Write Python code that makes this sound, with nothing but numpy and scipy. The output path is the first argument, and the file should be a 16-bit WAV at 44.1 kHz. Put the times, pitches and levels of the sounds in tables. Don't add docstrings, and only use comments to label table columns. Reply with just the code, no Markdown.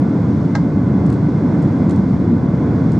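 import sys
import numpy as np
from scipy import signal
from scipy.fft import rfft, irfft
from scipy.io import wavfile
from scipy.ndimage import uniform_filter1d

SR = 44100
rng = np.random.default_rng(int(sys.argv[2]) if len(sys.argv) > 2 else 0)


def wav_record(signal):
    frames = np.transpose(np.atleast_2d(signal))
    bounded = np.clip(frames, -1, 1)
    quanta = np.round(bounded * 32767).astype(np.int16)
    wavfile.write(sys.argv[1], SR, quanta)


N = 131859
TIME = np.arange(N) / SR
BIN_HZ = np.maximum(np.arange(N // 2 + 1) * SR / N, 1)

# [f/Hz, density level/dB per Hz]
ROAR_SPECTRUM = [(28, -38), (45, -25), (62, -19), (78, -8), (125, -0.5), (200, 0.14), (236, -2.5),
                 (295, -3.5), (335, -8), (370, -13.5), (480, -18.5), (570, -19.5), (630, -23), (860, -27),
                 (1120, -28.5), (1230, -33.5), (1380, -32.5), (1600, -36), (1860, -41.5), (2250, -44.5),
                 (2600, -51.5), (2900, -62.5)]
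# [f/Hz, half-amplitude width/Hz, level/dB]
RESONANCES = [(169.8, 15, -30.5), (208.3, 6.8, -32), (281, 34, -25.5), (503, 4.9, -46), (700, 14, -45.5),
              (901, 12, -51.5), (998, 36, -46.5), (2086, 150, -53), (3420, 160, -64)]
# [t/s, level/dB]
BASS_SWELL = [(0, 3), (0.13, -3.3), (0.25, 1.1), (0.42, -0.7), (0.8, -0.5), (0.98, 1.9), (1.28, -0.4),
              (1.48, -1), (1.66, 1), (1.78, -1.5), (1.92, 1.5), (2.2, -0.3), (2.75, -1), (2.88, 1),
              (2.99, 1.5)]
# [t/s, level/dB]
DRONE_SWELL = [(0, 0), (0.35, -1.5), (1.1, -0.5), (1.3, -1.2), (1.5, 1.5), (1.7, 0.4), (1.92, 1.8),
               (2.1, -3), (2.3, 2.5), (2.5, -2.5), (2.7, 0.7), (2.99, -1.3)]
# [t/s, level/dB]
MIDRANGE_SWELL = [(0, 0.2), (0.25, 0), (0.45, -0.5), (0.75, -1.5), (1.0, 0.5), (1.25, -0.6), (1.5, 1.1),
                  (1.85, 1), (2.1, -1), (2.4, -1), (2.72, 1.5), (2.99, 0)]
# [t/s, relative level/dB]
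CLACK_CONTACTS = [(0.5511, -6), (0.5523, 0), (0.5542, -1.5), (0.5576, -8), (0.5608, -6.5), (0.5655, -13),
                  (0.5695, -14), (0.5755, -21), (0.5815, -21)]
# [f/Hz, level/dB, t60/s]
CLACK_MODES = [(670, -25, .06), (765, -27, .035), (820, -21, .055), (962, -29, .045), (1125, -32, .05),
               (1285, -25, .04), (1604, -22.5, .05), (1910, -31, .035), (2065, -31, .045), (2135, -34, .04),
               (3480, -46, .04), (5360, -44, .04), (5690, -45, .04)]
# [f/Hz, density level/dB per Hz]
CRACK_SPECTRUM = [(450, 3), (700, 7), (1100, 6), (2000, 5), (2400, -8), (2900, -9), (3500, -4.5),
                  (5200, -2), (6200, -5.5), (7800, -13), (8500, -36)]
# [f/Hz, level/dB]
MACHINE_TONES = [(449, -39), (1500, -52), (2997, -74.5)]
# [t/s, level/dB]
TICK_CONTACTS = [(1.0625, -40), (1.1005, -37), (1.1255, -35.5), (1.619, -43.5), (1.625, -42.5),
                 (1.8944, -34.5), (1.9074, -33), (1.9597, -39.5), (2.9185, -37.5)]
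# [f/Hz, density level/dB per Hz]
TICK_SPECTRUM = [(1500, 0), (2800, -1), (3600, -1.5), (4250, 2), (5200, -2), (7000, 0.5), (8400, 0),
                 (9200, -6), (10300, -11), (11000, -30)]
# [f/Hz, density level/dB per Hz]
HISS_SPECTRUM = [(2000, -15.5), (2700, -2), (3800, 1.5), (5400, -0.5), (6500, -5), (8000, -11),
                 (9500, -18.5), (11000, -28), (15000, -35.5)]
# [t/s, level/dB]
HISS_LEVEL = [(0, -55.5), (0.4, -54), (0.8, -56), (1.1, -55), (1.65, -54), (2.15, -55), (2.45, -56.5),
              (2.99, -53)]
# [f/Hz, correlation]
CORRELATION = [(100, 0.99), (210, .99), (330, 0.98), (500, 0.88), (800, .84), (1800, 0.82), (2700, 0.65),
               (5000, 0.59), (8000, 1)]
# [f/Hz, left minus right level/dB]
BALANCE = [(90, .5), (210, -0.2), (500, -0.3), (770, -3), (1200, -2), (1800, -.5), (2700, 1.5), (8000, 0)]

ROAR_DB = -14
DRONE_FROM_HZ, MIDRANGE_FROM_HZ = 235, 355
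STEADY_OVER_S = 0.2
CRACK_DB, CRACK_T60_S = -21.5, 0.018
CLACK_TAIL_DB, CLACK_TAIL_T60_S = -39, 0.17
TONE_WANDER_HZ, TONE_FLUTTER_DB = 2.8, 2
TONE_DRIFT_CORNER_HZ = 5.9
TICK_RISE_S, TICK_T60_S = 0.0006, 0.013
TICK_TAIL_DB, TICK_TAIL_T60_S = -17.5, 0.16
TICK_DELAY_S_PER_HZ = 1.7e-7
TICK_CORRELATION = 0.88
STOPBAND_HZ = 15700


def roar():
    correlation = over_hz(CORRELATION)
    rumble = from_db(ROAR_DB) * noise(colour(ROAR_SPECTRUM), correlation)
    for hz, width, db in RESONANCES:
        resonance_gain = 1 / (1 + ((BIN_HZ - hz) / (width / 2)) ** 2)
        rumble = rumble + from_db(db) * noise(resonance_gain, correlation)
    bass = below(rumble, DRONE_FROM_HZ)
    lows = below(rumble, MIDRANGE_FROM_HZ)
    bass_part = from_db(over_time(BASS_SWELL)) * steady(bass)
    drone_part = from_db(over_time(DRONE_SWELL)) * steady(lows - bass)
    midrange_part = from_db(over_time(MIDRANGE_SWELL)) * (rumble - lows)
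    return bass_part + drone_part + midrange_part


def clack():
    ringing = np.zeros((2, N))
    for hz, db, t60 in CLACK_MODES:
        phase = rng.uniform(0, 2 * np.pi) + rng.normal(0, 0.32, (2, 1))
        envelope = from_db(db) * strikes(CLACK_CONTACTS, rise_s=0.00019, t60=t60)
        ringing += envelope * np.sin(2 * np.pi * hz * TIME + phase)
    spectrum = colour(CRACK_SPECTRUM)
    crack_envelope = strikes(CLACK_CONTACTS, rise_s=0.00032, t60=CRACK_T60_S)
    crack = from_db(CRACK_DB) * crack_envelope * noise(spectrum, correlation=0.45)
    tail_envelope = strikes(CLACK_CONTACTS, rise_s=0.019, t60=CLACK_TAIL_T60_S)
    tail = from_db(CLACK_TAIL_DB) * tail_envelope * noise(spectrum, correlation=0.54)
    return ringing + crack + tail


def machinery():
    tones = np.zeros(N)
    for hz, db in MACHINE_TONES:
        frequency = hz + TONE_WANDER_HZ * drift(TONE_DRIFT_CORNER_HZ)
        phase = 2 * np.pi * np.cumsum(frequency) / SR
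        flutter = from_db(TONE_FLUTTER_DB * drift(TONE_DRIFT_CORNER_HZ))
        tones += from_db(db) * rms_one(flutter * np.sin(phase))
    return tones


def ticks():
    snap = strikes(TICK_CONTACTS, TICK_RISE_S, TICK_T60_S)
    tail = from_db(TICK_TAIL_DB) * strikes(TICK_CONTACTS, TICK_RISE_S, TICK_TAIL_T60_S)
    slips = np.hypot(snap, tail) * noise(colour(TICK_SPECTRUM), TICK_CORRELATION)
    dispersion = np.exp(-1j * np.pi * TICK_DELAY_S_PER_HZ * BIN_HZ ** 2)
    return irfft(rfft(slips) * dispersion, N)


def vents():
    hiss = noise(colour(HISS_SPECTRUM), over_hz(CORRELATION))
    return from_db(over_time(HISS_LEVEL)) * hiss


def noise(gain, correlation):
    mid, side = rfft(rng.standard_normal((2, N)))
    alike = np.clip(correlation, -1, 1)
    signs = np.array([[1], [-1]])
    pair = np.sqrt(1 + alike) * mid + signs * np.sqrt(1 - alike) * side
    balance = from_db(signs * over_hz(BALANCE) / 2)
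    return rms_one(irfft(pair * gain * balance, N))


def strikes(contacts, rise_s, t60):
    power = np.zeros(N)
    for start, db in contacts:
        age = np.maximum(TIME - start, 0)
        rise = np.minimum(age / rise_s, 1)
        decay_db = np.minimum(60 * age / t60, 200)
        power += (rise * from_db(db - decay_db)) ** 2
    return np.sqrt(power)


def steady(x):
    power = uniform_filter1d(np.mean(x ** 2, axis=0), int(STEADY_OVER_S * SR))
    return x * np.sqrt(power.mean() / power)


def drift(corner_hz):
    spectrum = rfft(rng.standard_normal(N))
    return rms_one(irfft(spectrum / (1 + (BIN_HZ / corner_hz) ** 2), N))


def below(x, hz):
    return irfft(rfft(x) / (1 + (BIN_HZ / hz) ** 20), N)


def colour(points):
    low_skirt = np.minimum(1, BIN_HZ / points[0][0]) ** 4
    high_skirt = np.minimum(1, points[-1][0] / BIN_HZ) ** 8
    return from_db(over_hz(points)) * low_skirt * high_skirt


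def over_hz(points):
    hz, value = np.transpose(points)
    return np.interp(np.log(BIN_HZ), np.log(hz), value)


def over_time(points):
    return np.interp(TIME, *np.transpose(points))


def from_db(db):
    return 10 ** (np.asarray(db) / 20)


def rms_one(x):
    return x / np.sqrt(np.mean(x ** 2) + 1e-20)


def scene():
    return roar() + clack() + machinery() + ticks() + vents()


def record(dry):
    low_pass = signal.cheby2(12, 70, STOPBAND_HZ, fs=SR, output="sos")
    return signal.sosfilt(low_pass, dry)


dry = scene()
out = record(dry)
wav_record(out)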